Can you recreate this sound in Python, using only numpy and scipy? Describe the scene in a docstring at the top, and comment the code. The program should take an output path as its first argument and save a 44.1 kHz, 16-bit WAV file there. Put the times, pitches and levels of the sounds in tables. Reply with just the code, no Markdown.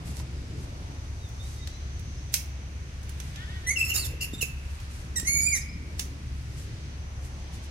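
"""Leaves rustle and a twig snaps over a distant engine's drone, with far traffic, wind and hissing insects.
Birds whistle and chirp, a far monkey coos, paws thud; a young monkey close by on the right shrieks, then squeals.
Calls are stacks of wavering sines mixed with rough breath; whistles, chirps and thuds are single sines.
Leaves, twigs, air and insects are filtered noise; trees scatter calls, snaps and birds back."""
import sys
import numpy as np
from scipy import signal
from scipy.fft import rfft, irfft, next_fast_len
from scipy.io import wavfile
from scipy.ndimage import uniform_filter1d

SR = 44100
rng = np.random.default_rng(int(sys.argv[2]) if len(sys.argv) > 2 else 0)


def materialize(psi):
    """Save the field psi as 16-bit PCM at rate SR to the path in sys.argv[1].

    A 1-D psi becomes a single channel; in a 2-D psi each row is a channel.
    """
    bounded = np.clip(np.atleast_2d(psi).T, -1, 1)
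    quanta = np.round(bounded * 32767).astype(np.int16)
    wavfile.write(sys.argv[1], SR, quanta)


N = 339594  # length in samples

# distant engine, the firing tone and weaker tones around it: multiple of its pitch, level/dB
ENGINE_TONES = [(.5, -11.5), (0.749, -19), (1, 2.5), (1.251, -12.5), (1.499, -13), (1.75, -19)]
FIRING_HZ, ENGINE_DB = 69.46, -41.5
ENGINE_WANDER, ENGINE_FLUTTER_DB = .005, 1.3  # spread of pitch (as a share) and of level
# tone colour of far traffic and wind, before the overall level is set: f/Hz, level/dB per Hz
AIR_COLOUR = [(18, -36), (30, -9.5), (45, -8.5), (57, -6.5), (90, -6), (135, -10.5), (199, -21), (315, -24),
              (428, -30), (1790, -46.5), (5380, -41), (6110, -61), (6770, -47), (13500, -57)]
AIR_DB = -39
# how alike the air sounds at left and right: f/Hz, likeness (-1 to 1)
AIR_LIKENESS = [(60, 1), (130, 1), (290, 0.94), (640, 0.29), (1410, -0.61), (3100, -0.15), (6820, 0.12),
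                (15000, -0.23)]
# bands of insect hiss: f/Hz, width/Hz, level/dB
INSECT_BANDS = [(6074, 580, -59), (2053, 2290, -54)]
# leaves stirring in short swells: t/s, peak level/dB, half length/s
LEAF_SWELLS = [(0.093, -52, 0.055), (0.183, -48.5, 0.037), (0.624, -54.5, 0.043), (1.493, -50.5, 0.09),
               (3.255, -54, 0.079), (4.727, -57, 0.16), (4.989, -56, 0.083), (6.6, -51.5, 0.06),
               (7.259, -53.5, 0.035), (7.559, -54.5, 0.039), (7.652, -51, 0.022)]
# paw thuds: t/s, starting level/dB, f/Hz
PAW_THUDS = [(0.201, -37.5, 1000), (4.136, -34.5, 460), (4.335, -22, 264), (4.428, -28.5, 460.6),
             (5.23, -31.5, 335)]
# twig snaps: t/s, crack level/dB, centre f/Hz, time to fall 60 dB/s, left minus right level/dB
TWIG_SNAPS = [(0.198, -44, 1800, .05, -2), (1.288, -55, 9100, 0.09, 0), (1.6736, -36, 3500, 0.0053, 2),
              (1.994, -51.5, 7830, .06, -10), (2.3405, -16.5, 7450, 0.093, -2.5),
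              (3.031, -50, 6030, 0.18, -5), (3.093, -43.5, 7000, 0.059, -6),
              (3.201, -37.5, 4300, 0.031, -6.5), (3.359, -42, 2900, 0.038, -6),
              (4.801, -49.5, 6000, .07, -8), (5.198, -32, 6620, 0.1, -3), (5.994, -26, 5890, 0.096, -3.5)]
# what rings on after a snap: f/Hz, width/Hz, level/dB
TWIG_RING = [(2560, 740, -4), (6000, 1300, 4), (11050, 810, -2)]
BOUNCE_S, BOUNCE = 0.015, 0.089  # the broken end strikes once more: delay, strength
# far whistles: t/s, length/s, first f/Hz, last f/Hz, bow above the straight glide/Hz, level/dB
BIRD_WHISTLES = [(1.195, .105, 4000, 3400, -24, -63), (1.39, .085, 3600, 4000, -110, -60),
                 (1.55, .11, 3790, 3760, -20, -61.5), (1.69, .09, 3780, 4070, 40, -62),
                 (1.78, .1, 4070, 4040, 0, -67), (1.58, .09, 2040, 1960, 30, -61)]
WHISTLE_EDGE_S = 0.0091
# a bird's quick rising chirps: t/s, first f/Hz, last f/Hz, peak level/dB
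BIRD_CHIRPS = [(2.17, 5150, 5510, -52), (5.405, 4900, 5070, -40), (5.51, 4800, 5200, -37),
               (5.604, 4650, 5500, -40.5), (5.68, 4700, 5500, -46.5), (5.721, 4750, 5460, -49)]
# soft coos of a far monkey: t/s, length/s, first f/Hz, last f/Hz, bow/Hz, level/dB before the throat
FAR_COOS = [(3.342, 0.13, 343.5, 430, -25.5, -50), (3.462, 0.15, 339, 365, 27.5, -51.5),
            (3.611, 0.12, 363, 340, 4, -53)]
# lift given by the cooing throat: f/Hz, level/dB
COO_THROAT_LIFT = [(1300, -14), (1800, 2), (2200, -16), (2600, -21), (3100, -5), (3700, -6.5), (4200, -26)]
TREES_DB = -5.5  # energy of the scattered sound against the direct one, for an even noise
MID_T60_S, WIDE_T60_S = 1.2, .26  # time to fall 60 dB: band near 2 kHz, all pitches
# lift given by the young monkey's throat: f/Hz, level/dB
THROAT_LIFT = [(3600, 0.5), (4600, -8), (5600, 9.5), (6800, 8), (7600, 11.5), (8300, -5), (9300, -1),
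               (10300, 0.5), (12000, -15), (14000, -13), (15800, -68)]
# tone colour of its breath: f/Hz, level/dB
BREATH_COLOUR = [(1500, -4.5), (2700, -1), (3400, -19), (4300, -1.5), (5000, 3), (6000, -3), (7000, 6),
                 (8500, -8.5), (10000, 5), (12000, -0.5), (14000, -2.5), (15800, -14)]
STRAND_GAP_HZ, STRAND_DRIFT, HISS_DB = 550, .05, -4  # drift as a share of pitch
TOP_HZ = 15900  # nothing is wanted above this
# the calls, left minus right: f/Hz, level/dB
CALL_SHADOW = [(2000, 0), (4400, -1.5), (8000, -8.5), (15000, -4)]
# the hoarse shriek dips, then holds its pitch: t/s, f/Hz, fundamental level/dB, overtones and breath level/dB
SHRIEK_NOTE = [(3.758, 2870, -38, -53), (3.774, 2745, -26.5, -39), (3.796, 2558, -30, -35),
               (3.81, 2700, -25.5, -39), (3.841, 2690, -27.5, -43), (3.85, 2680, -53, -34),
               (3.884, 2700, -48, -40), (3.906, 2750, -26.5, -32.5), (3.931, 2677, -30.5, -50),
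               (3.943, 2713, -48, -30), (3.962, 2767, -38.5, -25), (4.02, 2680, -51, -46.5),
               (4.054, 2710, -64, -35), (4.074, 2730, -65, -40)]
SHRIEK_ROUGH_START, SHRIEK_ROUGH_END, TEARS_S = .22, .96, .17  # breath takes over in this time
# a second, thinner tone climbs and falls away inside the shriek: same columns as the shriek
SPLIT_NOTE = [(3.948, 3710, -49, -49), (3.968, 3800, -43, -50), (3.984, 4540, -34.5, -38),
              (4.008, 4630, -40, -42), (4.054, 3450, -45, -56), (4.065, 3520, -56, -53)]
# the long clear squeal: same columns as the shriek
SQUEAL_NOTE = [(5.245, 1895, -47, -46), (5.266, 2107, -41, -38), (5.276, 2110, -35.5, -27),
               (5.293, 2193, -28, -24.5), (5.315, 2230, -36.5, -28.5), (5.361, 2244, -27.5, -25.5),
               (5.415, 2288, -32, -28.5), (5.45, 2345, -56, -25), (5.474, 2414, -30.5, -27),
               (5.512, 2330, -36, -30), (5.528, 2260, -30, -28.5), (5.565, 1936, -39, -31.5),
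               (5.591, 1805, -55, -40.5)]
HOARSE, CLEAR, CRACKED = .35, .002, .65  # share of breath at the squeal's start, middle and end
CLEARS_S, CRACKS_S = .06, .05
# short yelps: t/s, hold/s, first f/Hz, last f/Hz, fundamental level/dB,
# overtones and breath level/dB, roughness (0 to 1)
SHORT_YELPS = [(3.664, 0.026, 1956, 2105, -29.5, -31.5, 0.01), (3.7, 0.0075, 2130, 2270, -28.5, -29, 0.04),
               (4.204, 0.034, 2750, 2737, -36, -37.5, 0.85), (4.206, 0.008, 3850, 5500, -39, -40, 0.5),
               (4.204, 0.0044, 4650, 5850, -41, -52, 0.67), (4.328, 0.016, 3740, 3540, -45, -46.5, 0.54),
               (4.374, 0.015, 3860, 3280, -47.5, -49, 0.14), (4.406, 0.016, 2900, 2450, -28.5, -31, 0.87),
               (5.156, 0.02, 1980, 1790, -36.5, -29, 0.09)]
YELP_ATTACK_S, YELP_RELEASE_S, YELP_RISE_DB, YELP_FALL_DB = 0.009, 0.0204, 17.5, 23


def undb(db):
    """Turn decibels into a plain multiplier."""
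    return 10 ** (np.asarray(db) / 20)


def level(x, db):
    """Scale a sound to a given average (RMS) level."""
    return x * undb(db) / np.sqrt(np.mean(x ** 2))


def at(table, hz):
    """Value of a (f/Hz, value) table on a log-frequency axis."""
    f, v = np.transpose(table)
    return np.interp(np.log(np.maximum(hz, 1)), np.log(f), v)


def colour(x, gain):
    """Filter by a gain that is a function of frequency."""
    size = next_fast_len(x.shape[-1])
    hz = np.arange(size // 2 + 1) * SR / size
    return irfft(rfft(x, size) * gain(hz), size)[..., :x.shape[-1]]


def peak(hz, width):
    """Gain of a resonance applied twice, halved at the edges of its width."""
    return lambda f: 1 / (1 + ((f - hz) / (width / 2)) ** 2)


def walk(rate, size=N):
    """Smooth random wander: levels held 1 / rate s and slewed twice; spread near 1."""
    k = int(SR / rate)
    steps = np.repeat(rng.standard_normal(size // k + 1), k)
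    return 1.341 * uniform_filter1d(uniform_filter1d(steps, k), k)[:size]


def turns(hz):
    """Running phase of a tone whose pitch may change."""
    return 2 * np.pi * np.cumsum(hz) / SR


def note(table, edge_s):
    """First sample, times, columns and soft-edged gate of one note."""
    s, *columns = np.transpose(table)
    first = int(s[0] * SR)
    t = np.arange(first, int(s[-1] * SR)) / SR
    gate = np.clip(np.minimum(t - s[0], s[-1] - t) / edge_s, 0, 1)
    return first, t, [np.interp(t, s, c) for c in columns], gate


def bowed_note(s, length, first_hz, last_hz, bow, edge_s):
    """First sample, size, pitch and gate of a glide that bends away from a straight line."""
    first, t, (along,), gate = note([(s, 0), (s + length, 1)], edge_s)
    hz = first_hz + (last_hz - first_hz) * along + bow * np.sin(np.pi * along)
    return first, len(t), hz, gate


def drone():
    """The engine's firing tone, with weaker tones from its uneven cylinders."""
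    phase = turns(FIRING_HZ * (1 + ENGINE_WANDER * walk(1.993)))
    tones = sum(undb(db + ENGINE_FLUTTER_DB * walk(11)) * np.sin(order * phase) for order, db in ENGINE_TONES)
    return undb(ENGINE_DB) * np.sqrt(2) * tones


def air():
    """Far traffic and wind: octave bands of noise that swell together; all but the lowest flicker alone."""
    like = lambda f: np.clip(at(AIR_LIKENESS, f), -.99, .999)
    mid, side = rng.standard_normal((2, N))
    mid = colour(mid, lambda f: np.sqrt(1 + like(f)))
    side = colour(side, lambda f: np.sqrt(1 - like(f)))
    tone = lambda f: undb(at(AIR_COLOUR, f) - 10 * np.log10(1 + like(f))) / (1 + (f / 13200) ** 16)
    both = colour(np.array([mid + side, mid - side]), tone)
    out, swell = 0, walk(1.0)
    for octave in range(10):
        share = lambda f: np.clip(1 - np.abs(np.log2(np.maximum(f, 25) / 25) - octave), 0, 1)
        flicker = min(octave / 3, 1) * 1.84 * walk(4.6)
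        out = out + undb(.5 * swell + flicker) * colour(both, share)
    return level(out, AIR_DB)


def insects():
    """Distant chorus: bands of noise whose level wavers slowly."""
    out = np.zeros((2, N))
    for hz, width, db in INSECT_BANDS:
        band = level(colour(rng.standard_normal((2, N)), peak(hz, width)), db)
        out += band * undb(2.05 * walk(1.61))
    return out


def leaves():
    """Dense tiny crackles over a broad treble, heard in swells."""
    grains = rng.standard_normal((2, N)) * undb(2.9 * rng.exponential(size=(2, N)))
    rustle = level(colour(grains, lambda f: peak(7000, 11000)(f) / (1 + (f / 13500) ** 16)), 0)
    t = np.arange(N) / SR
    swells = sum(undb(db) * np.exp(-((t - s) / half) ** 2) for s, db, half in LEAF_SWELLS)
    return rustle * swells * undb(2.1 * walk(40))


def thuds():
    """Soft blows of paws on the ground: a dull ring that dies within milliseconds."""
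    out, t = np.zeros(N), np.arange(SR // 8) / SR
    for s, db, hz in PAW_THUDS:
        first = int(s * SR)
        out[first:first + len(t)] += undb(db) * np.exp(-t / 0.0033) * np.sin(2 * np.pi * hz * t)
    return out


def snaps():
    """A noise swells in over a few milliseconds, cracks, then rings and dies away."""
    out, lead = np.zeros((2, N)), SR // 50
    t = np.arange(-lead, SR // 3) / SR
    after = np.maximum(t, 0)
    for s, db, hz, t60, pan_db in TWIG_SNAPS:
        noise = rng.standard_normal((2, len(t)))
        crack = np.exp(-(after / 0.005) ** 2)
        fading = 0.22 * undb(-60 * after / max(t60, .005) + 2.5 * walk(106, len(t)))
        bounce = BOUNCE * np.exp(-((t - BOUNCE_S) / 0.0027) ** 2)
        swell_in = 0.17 * np.exp(t / 0.0097)
        shape = np.where(t < 0, swell_in, crack + fading + bounce)
        burst = colour(noise * shape, lambda f: peak(hz, 2 * hz)(f) * f ** 2 / (f ** 2 + 1500 ** 2))
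        ring = colour(noise, lambda f: sum(undb(d) * peak(c, w)(f) for c, w, d in TWIG_RING))
        burst += .5 * ring * (t > 0) * undb(-60 * after / max(1.65 * t60, .005))
        # the crack level is that of the first 4 ms
        sides = undb(db + np.array([[pan_db], [-pan_db]]) / 2)
        burst *= sides / burst[:, lead:lead + SR // 250].std()
        first = int(s * SR) - lead
        out[:, first:first + len(t)] += burst
    return out


def whistles():
    """Far birds: thin fluttering sines on bowed glides."""
    out = np.zeros((2, N))
    for *glide, db in BIRD_WHISTLES:
        first, size, hz, gate = bowed_note(*glide, WHISTLE_EDGE_S)
        phase = turns(hz * (1 + 0.007 * walk(52.0, size)))
        for ear in range(2):
            flutter = undb(db + 4.6 * walk(45, size))
            out[ear, first:first + size] += gate * np.sqrt(2) * flutter * np.sin(phase + ear)
    return out


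def chirps():
    """A bird's short upward sweeps of one sine, with soft ends."""
    out, t = np.zeros(N), np.arange(SR // 28) / SR
    for s, first_hz, last_hz, db in BIRD_CHIRPS:
        phase = turns(np.linspace(first_hz, last_hz, len(t)))
        first = int(s * SR)
        out[first:first + len(t)] += undb(db) * np.hanning(len(t)) * np.sin(phase)
    return out


def coos():
    """Low gliding voice of which only the partials lifted by the throat carry this far."""
    out = np.zeros((2, N))
    for *glide, db in FAR_COOS:
        first, size, hz, gate = bowed_note(*glide, 0.037)
        phase = turns(hz * (1 + 0.006 * walk(69, size)))
        for ear in range(2):
            for k in range(4, 12):
                loud = undb(db + at(COO_THROAT_LIFT, k * hz) + 3.2 * walk(49, size))
                out[ear, first:first + size] += gate * np.sqrt(2) * loud * np.sin(k * phase + ear * k)
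    return out


def trees(x):
    """Trunks and ground scatter the sound back; a band near 2 kHz lingers after the treble has died."""
    t = np.arange(SR) / SR
    lingering = 0.42 * colour(rng.standard_normal((2, SR)), peak(2180, 1540)) * undb(-60 * t / MID_T60_S)
    wide = 1.38 * rng.standard_normal((2, SR)) * undb(-60 * t / WIDE_T60_S)
    tail = (wide + lingering) * np.clip(t / 0.0015, 0, 1)
    return signal.fftconvolve(x, level(tail, TREES_DB) / np.sqrt(SR), axes=1)[:, :N]


def rasp(size):
    """The torn voice: short broken strands that slide about, over hiss; the whole jet stutters."""
    hiss = level(colour(rng.standard_normal((2, size)), lambda f: undb(at(BREATH_COLOUR, f))), HISS_DB)
    strands = np.zeros((2, size))
    for centre in np.arange(2000, TOP_HZ - 1000, STRAND_GAP_HZ):
        hz = centre + STRAND_GAP_HZ * rng.standard_normal() / 2
        hz = hz * (1 + STRAND_DRIFT * walk(45, size) + 0.0121 * walk(500, size))
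        phase = turns(hz) + rng.uniform(0, 2 * np.pi, (2, 1))
        fits = np.array([np.minimum(8.0 * walk(88.8, size), 6.0) for ear in range(2)])
        strands += undb(at(BREATH_COLOUR, hz) + fits) * np.sin(phase)
    stutter = undb(np.minimum(3.1 * walk(180.4, size), 4.0))
    return level((hiss + level(strands, 0)) * stutter, 0)


def voice(table, rough_curve):
    """One note: wavering partials through the throat, drowned in breath where it turns rough."""
    out = np.zeros((2, N))
    first, t, (hz, low_db, high_db), gate = note(table, .0025)
    rough, size = np.interp(t, *np.transpose(rough_curve)), len(t)
    wobble = .012 * rough * walk(70, size)
    jitter = (0.0046 + 0.014 * rough) * walk(400, size)
    phase = turns(hz * (1 + jitter + wobble))
    weight = np.array([undb(at(THROAT_LIFT, k * hz)) * (k * hz < TOP_HZ) for k in range(2, 9)])
    weight /= np.sqrt(np.sum(weight ** 2, axis=0))
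    # strong and weak cycles alternate in fits: broken strands half-way between the partials
    half = np.array([undb(at(BREATH_COLOUR, (k + .5) * hz) + 7.0 * walk(51.5, size)) * ((k + .5) * hz < TOP_HZ)
                     for k in range(1, 6)])
    half *= 0.23 * rough * np.sin(np.arange(1.5, 6)[:, None] * phase)
    throb = undb(2.0 * rough * walk(131.0, size))  # the folds close unevenly
    breath = rasp(size)
    for ear in range(2):
        # bounces off ground and bodies make every partial flutter by itself in each ear
        part = []
        for k in range(1, 9):
            flutter = undb(np.minimum(3.4 * walk(104.7, size) + 21.6 * rough * walk(350, size), 4.5))
            shift = ear * (1.01 * k + 0.43 * walk(6.4, size))
            part.append(np.sqrt(2) * flutter * np.sin(k * phase + shift))
        overtones = np.sqrt(1 - rough) * np.sum(weight * part[1:], axis=0)
        high = overtones + half.sum(axis=0) + np.sqrt(rough) * breath[ear]
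        out[ear, first:first + size] = gate * (undb(low_db) * throb * part[0] + undb(high_db) * high)
    return out


def yelp(s, hold, first_hz, last_hz, low_db, high_db):
    """Note table of a yelp: attack, hold and release over a straight glide."""
    times = s + np.cumsum([0, YELP_ATTACK_S, max(hold, .001), YELP_RELEASE_S])
    shape = np.array([-YELP_RISE_DB, 0, 0, -YELP_FALL_DB])
    hz = np.interp(times, times[[0, -1]], [first_hz, last_hz])
    return np.transpose([times, hz, low_db + shape, high_db + shape])


def squeals():
    """All the young monkey's notes; the recorder's body shades the left side from their treble."""
    start, tear_start, end = SQUEAL_NOTE[0][0], SHRIEK_NOTE[0][0], SQUEAL_NOTE[-1][0]
    clearing = [(start, HOARSE), (start + CLEARS_S, CLEAR), (end - CRACKS_S, CLEAR), (end, CRACKED)]
    tearing = [(tear_start, SHRIEK_ROUGH_START), (tear_start + TEARS_S, SHRIEK_ROUGH_END)]
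    out = voice(SQUEAL_NOTE, clearing) + voice(SHRIEK_NOTE, tearing) + voice(SPLIT_NOTE, [(0, .1)])
    for *row, rough in SHORT_YELPS:
        out = out + voice(yelp(*row), [(0, np.clip(rough, 0, 1))])
    return colour(out, lambda f: undb(np.outer([.5, -.5], at(CALL_SHADOW, f))))


def scene():
    """Calls, snaps and birds ring among the trees; the other layers are added without that ring."""
    ringing = squeals() + snaps() + whistles() + coos() + chirps()
    return ringing + trees(ringing) + thuds() + leaves() + air() + drone() + insects()


def record(dry):
    """Slightly unlike capsules; the recorder cuts the deepest bass and the top."""
    # in the bass the left capsule is 0.7 dB louder and 0.45 ms late
    gain = lambda f: undb(0.7 / (1 + (f / 400) ** 2))
    lag = lambda f: np.exp(-2j * np.pi * f * 0.00045 / (1 + (f / 300) ** 2))
    left = colour(dry[0], lambda f: gain(f) * lag(f))
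    both = signal.sosfilt(signal.butter(4, 28, "high", fs=SR, output="sos"), [left, dry[1]])
    return signal.sosfilt(signal.ellip(10, .2, 80, TOP_HZ, fs=SR, output="sos"), both)


dry = scene()
out = record(dry)
materialize(out)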